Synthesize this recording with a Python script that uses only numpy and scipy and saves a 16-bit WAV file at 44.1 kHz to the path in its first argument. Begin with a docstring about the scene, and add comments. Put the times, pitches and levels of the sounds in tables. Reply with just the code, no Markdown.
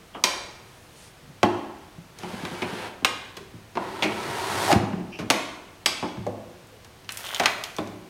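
"""A heavy steel paper guillotine on a table in a bare room, heard in mono from close by.
The safety catch clacks, the lever knocks in its joints and slides, then the blade crunches through
a stack and thuds home. The lever clanks back up; the cut strip is pulled out, crackling, under a
clattering plastic guard. Each blow is a damped noise burst plus the ringing modes of steel or frame;
blade and paper are streams of tiny slips that swell with the force behind them."""
import sys
import numpy as np
from scipy import signal
from scipy.fft import rfft, irfft, next_fast_len
from scipy.io import wavfile

SR = 44100
rng = np.random.default_rng(int(sys.argv[2]) if len(sys.argv) > 2 else 0)


def to_wav(sig):
    """Store sig (one row per channel, or 1-D mono) as 16-bit WAV at the path in sys.argv[1].

    Samples outside -1..1 are clipped; the rate is SR.
    """
    pcm = np.clip(np.atleast_2d(sig), -1, 1) * 32767
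    pcm = np.round(pcm).astype(np.int16)
    wavfile.write(sys.argv[1], SR, pcm.T)  # frames by channels


N = 356769


def amp(db):
    """Decibels to gain."""
    return 10 ** (np.asarray(db) / 20)


def unit(x):
    """x at rms 1."""
    return x / np.sqrt(np.mean(x ** 2) + 1e-20)


def along(points, hz):
    """Read a curve of (Hz, value) points on a log frequency axis."""
    point_hz, values = np.transpose(points)
    return np.interp(np.log(hz + 1), np.log(point_hz + 1), values)


def filtered(x, response):
    """Shape x with a gain given as a function of frequency."""
    size = next_fast_len(len(x) + 8192)
    return irfft(rfft(x, size) * response(np.fft.rfftfreq(size, 1 / SR)), size)[:len(x)]


def tinted(x, points):
    """Minimum-phase EQ through (Hz, dB) points, which keeps attacks sharp."""
    n = x.shape[-1]
    cepstrum = irfft(np.log(amp(along(points, np.fft.rfftfreq(n, 1 / SR)))), n)
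    fold = np.r_[1, np.full(n // 2 - 1, 2), np.zeros(n - n // 2)]
    return irfft(rfft(x) * np.exp(rfft(cepstrum * fold)), n)


def band(x, lo, hi):
    """Steep causal band-pass."""
    edges = np.clip([lo, hi], 20, SR / 2 - 100)
    return signal.sosfilt(signal.butter(4, edges, btype="band", fs=SR, output="sos"), x)


def resonate(x, hz, q):
    """One damped resonance, gain 1 at its centre."""
    return signal.lfilter(*signal.iirpeak(hz, q, SR), x)


def add(track, start_s, x):
    """Mix x into the track from start_s."""
    part = track[round(start_s * SR):][:len(x)]
    part += x[:len(part)]


# Reverb time. Each row: frequency in Hz, t60 in seconds.
ROOM_DECAY = [(100, 1), (400, 0.89), (1500, 0.91), (4000, 0.73), (8000, 0.69), (15000, 0.3)]
# Tone of the reflections. Each row: frequency in Hz, gain in dB.
WALL_EQ = [(80, -10), (300, 4.5), (1000, -1.5), (3000, -3), (7000, -6.5), (11000, -2), (15000, -5)]

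def room(x, early_db):
    """The bare room answers with near reflections and a tail that dies fastest in the treble."""
    hz, t, spectrum = signal.stft(rng.standard_normal(SR), SR, nperseg=256)
    late = amp(-60 * t / along(ROOM_DECAY, hz)[:, None])
    early = amp(early_db - 60 * t / 0.086)
    tail = signal.istft(spectrum * (late + early), SR, nperseg=256)[1]
    tail = filtered(tail / np.linalg.norm(tail), lambda f: amp(along(WALL_EQ, f)))
    predelay = round(0.004 * SR)
    return signal.fftconvolve(x, np.pad(tail, (predelay, 0)))[:len(x)]


# Colour of the room noise. Each row: frequency in Hz, relative level in dB.
AIR_EQ = [(15, -42), (25, -11), (108, -5), (317, -14), (384, -9), (427, -23), (463, -9), (516, -15.5),
          (591, -14), (1260, -18), (2910, -21.5), (7110, -29), (7710, -29), (16000, -38)]
# Hum and whine. Each row: frequency in Hz, level in dB.
HUM_TONES = [(106, -63), (14923, -76.5)]

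def room_tone():
    """Steady room noise with a faint electrical hum and whine."""
    t = np.arange(N) / SR
    air = unit(filtered(rng.standard_normal(N), lambda f: amp(along(AIR_EQ, f))))
    hum = sum(amp(db) * np.sqrt(2) * np.sin(2 * np.pi * hz * t) for hz, db in HUM_TONES)
    return amp(-50.5) * air + hum


# Each row: centre time and length in seconds, centre frequency and bandwidth in Hz, level in dB.
RUB_SWELLS = [(0.152, 0.032, 3000, 700, -46.5), (.85, 0.52, 5900, 11100, -63),
              (1.027, 0.15, 5000, 9400, -53), (1.284, 0.11, 171, 125, -52.5),
              (4.711, 0.055, 754, 380, -21.5), (5.146, 0.05, 2690, 700, -43),
              (5.152, 0.09, 5300, 1400, -57.5), (6.737, 0.095, 490, 119, -57)]

def rubs():
    """Short swells of friction from hand, catch, pivot and the blade's last bite."""
    t, dry = np.arange(N) / SR, np.zeros(N)
    for centre_s, length_s, hz, width, db in RUB_SWELLS:
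        envelope = np.exp(-(2 * (t - centre_s) / length_s) ** 4)
        friction = unit(band(rng.standard_normal(N), hz - width / 2, hz + width / 2))
        dry += amp(db) * envelope * friction
    return dry + amp(-1.5) * room(dry, early_db=13)


# The five bands of a blow: thud, knock, clack, crack and tick. Their edges in Hz, low to high.
BAND_EDGES = [76, 250, 1000, 2500, 6500, 16000]
BAND_CENTRES = np.sqrt(np.multiply(BAND_EDGES[:-1], BAND_EDGES[1:]))

def strike(colour_db, db, tilt, spot_hz, focus_db, reach_octaves=1.13):
    """Band levels of a blow in dB: tilted by the contact, favouring the struck spot's resonance."""
    away = 1 - np.exp(-(np.log2(BAND_CENTRES / spot_hz) / reach_octaves) ** 2)
    levels = db + tilt * np.log2(BAND_CENTRES / np.median(BAND_CENTRES)) - focus_db * away
    return levels[-len(colour_db):] + colour_db


def reverb_send(db, room_db, light_blow_db=-32.5):
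    """Room share of a blow in dB: hard blows sound drier than light ones."""
    return room_db - 0.075 * (db - light_blow_db)


def ringing(modes, plate_modes, plate_db=-56):
    """The main modes at fresh strengths, plus any weak plate modes drawn anew for this blow."""
    plate_hz = rng.uniform(0.054, 1, plate_modes) ** 1.5 * 13000
    plate_t60 = rng.uniform(0.097, 0.33, plate_modes)
    plate = np.column_stack([plate_hz, np.full(plate_modes, plate_db), plate_t60])
    hz, db, t60 = np.vstack([modes, plate]).T[:, :, None]
    t = np.arange(SR * 2 // 3) / SR
    envelopes = amp(db + rng.normal(0, 3.25, hz.shape) - 60 * t / t60)
    partials = np.sin(2 * np.pi * (hz * t + rng.random(hz.shape)))
    return np.pad(np.sum(envelopes * partials, axis=0), (0, SR - len(t)))


# Burst decay from thud to tick: t60 in seconds, before each blow's length factor.
BURST_T60 = [0.087, 0.064, 0.048, 0.025, 0.025]

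def blows(hits, modes, early_db, spot_db, spot_q, plate_modes=0):
    """Each blow is a quickly damped burst, coloured by the struck spot, plus the object's ring."""
    track, t = np.zeros(N), np.arange(SR) / SR
    onset = t < 0.03  # band levels are set over this stretch
    attack = 1 - np.exp(-t / 0.00024)
    contact = signal.butter(2, 12000, fs=SR)  # the contact's duration softens the very top
    for start_s, levels_db, spot_hz, length, room_db, ring_db in hits:
        ring = ringing(np.add(modes, [0, ring_db, 0]), plate_modes)
        noise = rng.standard_normal(SR) * attack
        sound = np.zeros((2, SR))  # direct sound and room feed
        for lo, hi, t60 in zip(BAND_EDGES, BAND_EDGES[1:], BURST_T60):
            burst = noise * amp(-60 * t / (t60 * length))
            # the room hears all sides of the object at once, so its feed is more even in colour
            impulse = np.linalg.norm(burst) * (t == 0)
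            pair = np.array([burst, 0.5 * burst + 0.87 * impulse])
            pair = pair + amp(spot_db) * resonate(pair, spot_hz, spot_q) + ring * [[1], [0.5]]
            part = band(signal.lfilter(*contact, pair), lo, hi)
            sound += np.sqrt(hi - lo) * part / part[:, onset].std(axis=1, keepdims=True)
        density_db = levels_db - 10 * np.log10(np.diff(BAND_EDGES))
        direct, room_feed = tinted(sound, np.column_stack([BAND_CENTRES, density_db]))
        add(track, start_s, direct + amp(room_db) * room(room_feed, early_db))
    return track


# Ring of frame and table. Each row: frequency in Hz, relative level in dB, t60 in seconds.
FRAME_MODES = [(104.5, -18, 1), (180.6, -7, 0.32), (212.4, -14, 0.53), (316, -9, 0.16), (353.7, -12, 0.55),
               (371.5, -2, 0.091), (624, -4, 0.062), (700, -10, 0.13), (803, -11, 0.26)]
# Gain in dB for the four bands from knock to tick; each hit brings its own thud.
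KNOCK_EQ = [0, -3, -4, -19.5]
# Each row: start in seconds, relative level and thud level in dB, tilt in dB per octave,
# resonance of the struck spot in Hz, length factor.
KNOCK_HITS = [(0.147, -41, -54, -5, 1250, 5.4), (1.43, -17, -29, -0.8, 826, 0.92),
              (2.232, -38, -40.5, -1, 780, 1.2), (2.619, -30, -37.5, -1, 2330, 2.3),
              (3.368, -39, -53.5, 4, 390, 1.6), (3.753, -35, -44, -2, 193, 2.5),
              (3.771, -29, -46, -4.5, 960, 0.78), (4.023, -24, -42.5, -1.2, 3220, 0.81),
              (4.0285, -24.5, -44.5, 1.6, 2380, 5.3), (4.714, -19, -35, 0, 784, 1.6),
              (4.726, -19, -27, 1.4, 338, 0.76), (5.188, -31.5, -32, 0.5, 200, 6.3),
              (6.025, -32.5, -38.5, -4.8, 860, 2.8), (6.264, -39.5, -41, -9.5, 640, 1.4),
              (7.397, -20, -42.5, 1.5, 715, 1.3), (7.434, -29.5, -71, 2.5, 1400, 2.1),
              (7.784, -29.5, -34, 0, 603, 0.8)]

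def knocks(ring_db=-13.5):
    """Lever joints, blade and guard knock on the frame; their weight thuds through the table."""
    hits = []
    for start_s, db, thud_db, tilt, hz, length in KNOCK_HITS:
        levels = np.r_[thud_db, strike(KNOCK_EQ, db, tilt, hz, focus_db=7)]
        hits.append((start_s, levels, hz, length, reverb_send(db, room_db=-0.86), ring_db))
    return amp(-1) * blows(hits, FRAME_MODES, early_db=1.5, spot_db=7.5, spot_q=5.4)


# Ring of the catch. Each row: frequency in Hz, relative level in dB, t60 in seconds.
CATCH_RING = [(822, -33, 0.42), (1250, -13, 0.59), (1400, -18, 0.41), (2650, -32, 0.34), (2810, -13, 0.37),
              (3970, -21, 0.21), (3420, -29, .3), (5250, -17, 0.36), (5760, -34, 0.28), (6900, -20, 0.46),
              (8400, -15, 0.3), (11100, -24, 0.4)]
# Gain in dB for each band from thud to tick.
CATCH_EQ = [-26, -3.5, -1, -0.5, -5]
# Each row: start in seconds, relative level in dB, tilt in dB per octave, spot resonance in Hz,
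# reverb send in dB, ring gain in dB.
CATCH_HITS = [(0.2384, -18.5, -1, 4750, 1, -27), (3.0468, -18.5, -1, 2900, -4, -13)]

def safety_catch(length=1.0):
    """The small steel catch snaps over and rings."""
    hits = [(start_s, strike(CATCH_EQ, db, tilt, hz, focus_db=10), hz, length, room_db, ring_db)
            for start_s, db, tilt, hz, room_db, ring_db in CATCH_HITS]
    return blows(hits, CATCH_RING, early_db=-3.5, spot_db=3, spot_q=2.1, plate_modes=60)


# Gain in dB for each band from thud to tick.
THUMP_EQ = [0, 1.5, -1, -17, -36]
# Each row: start in seconds, relative level in dB, spot resonance in Hz.
THUMP_HITS = [(1.432, -16.5, 343), (1.978, -39, 165), (2.33, -29.5, 193), (2.43, -26.5, 225),
              (2.511, -30.5, 230), (2.724, -27.5, 228), (3.021, -30.5, 240), (3.537, -38, 114),
              (4.054, -22.5, 352), (4.271, -34, 128), (4.755, -14, 188), (4.825, -25, 191),
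              (4.93, -21.5, 204), (5.005, -28.5, 210), (6.17, -26, 111), (7.919, -36, 259)]

def thumps(length=1.04, ring_db=-16):
    """The machine shifts and settles on the table; each soft contact shakes mainly one low resonance."""
    hits = []
    for start_s, db, hz in THUMP_HITS:
        levels = strike(THUMP_EQ, db, tilt=0, spot_hz=hz, focus_db=24.5)
        hits.append((start_s, levels, hz, length, reverb_send(db, room_db=-4), ring_db))
    return amp(-0.5) * blows(hits, FRAME_MODES, early_db=2, spot_db=4.5, spot_q=7.4)


def grains(per_s, spread_db, smooth):
    """Tiny slips and fibre breaks of uneven size over a smooth rub."""
    size = amp(spread_db * np.minimum(rng.exponential(size=N), 4))
    slips = (rng.random(N) < per_s / SR) * size * rng.choice([-1, 1], N)
    return unit(unit(slips) + smooth * rng.standard_normal(N))


def swell(start_s, peak_s, db, growth_db_per_s, fall_db_per_s=262, grip_s=0.082):
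    """Envelope of a rub: friction takes hold, grows at a set rate and dies away after peak_s."""
    t = np.arange(N) / SR
    grip = np.clip((t - start_s) / grip_s, 0, 1)
    below_peak_db = growth_db_per_s * (peak_s - np.clip(t, start_s, peak_s))
    fallen_db = fall_db_per_s * np.maximum(t - peak_s, 0)
    return grip * amp(db - below_peak_db - fallen_db)


# Colour of the scrape. Each row: frequency in Hz, relative level in dB.
SCRAPE_EQ = [(41, -41.5), (70, -7), (103, 6.5), (142, -5), (182, -0.5), (250, -8), (368, 0), (462, -8.5),
             (934, -4), (1230, -11.5), (1340, -7.5), (5370, -19.5), (7730, -21), (9060, -21),
             (16000, -34.5)]
# Resonances of the blade. Each row: frequency and bandwidth in Hz, relative level in dB.
BLADE_MODES = [(386, 64, -7), (940, 390, -3.5), (1303, 38, -2), (1890, 170, -9), (4420, 31, -7)]

def stroke(slips, layers, start_s, peak_s, blade_db, room_db):
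    """Friction shakes blade and frame: a groan, a scrape and a hiss, each with its own swell."""
    def blade(f):
        return sum(amp(db) * 1j * f * width / (hz * hz - f * f + 1j * f * width)
                   for hz, width, db in BLADE_MODES)
    scrape = filtered(slips, lambda f: amp(along(SCRAPE_EQ, f)) * (1 + amp(blade_db) * blade(f)))
    edges_hz = [80, 450, 4000, 16000]
    dry = sum(swell(start_s, peak_s, db, growth) * unit(band(scrape, lo, hi))
              for (db, growth), lo, hi in zip(layers, edges_hz, edges_hz[1:]))
    return dry + amp(room_db) * room(dry, early_db=2)


# Groan, scrape and hiss of the slide. Each row: peak level in dB, growth in dB per second.
SLIDE_LAYERS = [(-52, 0), (-37.5, 11), (-50.5, 5)]

def lever_slide():
    """The lever slides in its guides, barely stirring the blade."""
    slips = grains(per_s=1200, spread_db=-0.5, smooth=0.98)
    return stroke(slips, SLIDE_LAYERS, start_s=2.15, peak_s=2.865, blade_db=-32, room_db=-2.5)


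# Gain in dB for each band from thud to tick.
SNAP_EQ = [-26.5, -8, -2, 0.5, -7.5]
# Each row: start in seconds, relative level in dB, tilt in dB per octave, spot resonance in Hz.
SNAP_HITS = [(2.187, -44.5, 0.2, 7000), (2.4508, -32, -2, 2110), (4.231, -41, -2.5, 4000),
             (6.266, -44, -2.5, 7000), (6.67, -63, 2.5, 7900), (6.846, -43.5, -3.5, 7900),
             (7.045, -58, 1, 4000), (7.0907, -33, 0, 2580), (7.105, -52, 3.5, 9000),
             (7.121, -46, 4.5, 9000), (7.1722, -38, 2.5, 9300), (7.263, -40, 0, 3370),
             (7.346, -38.5, 5, 3340), (7.4576, -15, -0.5, 2400), (7.6376, -37, 5, 2640),
             (7.765, -43.5, 1.5, 5900), (7.873, -48, -1, 6000)]

def snaps(length=0.71, ring_db=-24):
    """Paper edges and plastic snap: short clicks that hardly ring the frame."""
    hits = []
    for start_s, db, tilt, hz in SNAP_HITS:
        levels = strike(SNAP_EQ, db, tilt, hz, focus_db=13)
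        hits.append((start_s, levels, hz, length, reverb_send(db, room_db=-0.9), ring_db))
    return amp(-2) * blows(hits, FRAME_MODES, early_db=3, spot_db=-8, spot_q=2.7)


# Groan, scrape and hiss of the cut. Each row: peak level in dB, growth in dB per second.
CUT_LAYERS = [(-36, 11.4), (-27.5, 15.2), (-34, 25)]

def blade_cut():
    """The blade crunches through the stack; the harder it bites, the more it hisses."""
    slips = grains(per_s=2000, spread_db=2.5, smooth=1.0)
    return stroke(slips, CUT_LAYERS, start_s=3.74, peak_s=4.72, blade_db=2.5, room_db=-9)


# Ring of the lever. Each row: frequency in Hz, relative level in dB, t60 in seconds.
LEVER_MODES = [(1153, -18.5, 0.46), (1870, -38, 0.47), (2627, -28, .48), (5000, -23, 0.4),
               (4730, -16, 0.22), (5100, -20, 0.36), (6460, -36, 0.55), (7830, -5, 0.13), (7900, -16, 0.35),
               (9300, -13, 0.26)]
# Gain in dB for each band from thud to tick.
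CLANK_EQ = [-13, -3, -3.5, 1, -8]
# Each row: start in seconds, relative level in dB, tilt in dB per octave, spot resonance in Hz,
# length factor, ring gain in dB.
CLANK_HITS = [(5.301, -18, 0.5, 910, 0.83, -29), (5.3071, -24.5, -0.7, 3760, 0.51, -29),
              (5.859, -21.5, 1.1, 3170, 1, -10)]

def lever_clanks(room_db=-1.66):
    """Steel on steel: the lever swings back up, clanking in its joint and against its stop."""
    hits = [(start_s, strike(CLANK_EQ, db, tilt, hz, focus_db=8), hz, length, room_db, ring_db)
            for start_s, db, tilt, hz, length, ring_db in CLANK_HITS]
    return blows(hits, LEVER_MODES, early_db=-7.5, spot_db=-8, spot_q=12, plate_modes=70)


# Colour of the paper. Each row: frequency in Hz, relative level in dB.
RUSTLE_EQ = [(180, -44), (300, -11), (343, -17), (372, -2), (494, 0), (737, 4), (1750, 0.5), (3190, -8),
             (4160, -5.5), (15000, -11.5), (16000, -19)]
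# Timing of rub, crackle and chatter. Each row: start and peak in seconds.
STRIP_TIMES = [(7.1, 7.46), (7.06, 7.28), (7.2, 7.37)]
# The same three layers. Each row: peak level in dB, growth and fall in dB per second.
STRIP_SWELLS = [(-34, 44, 120), (-40.5, 66, 38), (-38.5, 6, 800)]

def paper_strip(jerks_per_s=140, jerk_count=2000):
    """The strip is dragged out: its face rubs, its fibres crackle, its jerking edges ring the guard."""
    def rustle(slips):
        return filtered(slips, lambda f: amp(along(RUSTLE_EQ, f)))
    rub = unit(band(rustle(grains(per_s=1500, spread_db=8, smooth=0.65)), 330, 3100))
    crackle = unit(band(rustle(grains(per_s=450, spread_db=3, smooth=0.78)), 1740, 18000))
    strengths = amp(rng.normal(0, 4, jerk_count))
    gaps = rng.uniform(0.2, 1.8, jerk_count) * SR / jerks_per_s
    jerks = np.zeros(N)
    jerks[np.cumsum(gaps).astype(int).clip(0, N - 1)] = strengths
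    chatter = unit(resonate(resonate(jerks, 3270, q=4.9), 3100, q=3))
    dry = sum(swell(*times, *shape) * layer
              for times, shape, layer in zip(STRIP_TIMES, STRIP_SWELLS, (rub, crackle, chatter)))
    return dry + amp(-8.5) * room(dry, early_db=0)


def scene():
    """The whole guillotine over the room tone, alike on both channels."""
    strokes = lever_slide() + blade_cut()
    impacts = safety_catch() + lever_clanks() + knocks() + thumps() + snaps()
    mono = strokes + impacts + paper_strip() + rubs() + room_tone()
    return np.array([mono, mono])


def record(dry, ceiling=0.95, top_hz=16000):
    """The recorder rounds off the highest peaks, cuts a narrow treble notch and limits the band."""
    rounded = dry / (1 + np.abs(dry / ceiling) ** 6) ** (1 / 6)
    notched = signal.lfilter(*signal.iirnotch(7440, Q=45, fs=SR), rounded)
    return np.array([filtered(channel, lambda hz: hz < top_hz) for channel in notched])


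dry = scene()
out = record(dry)
to_wav(out)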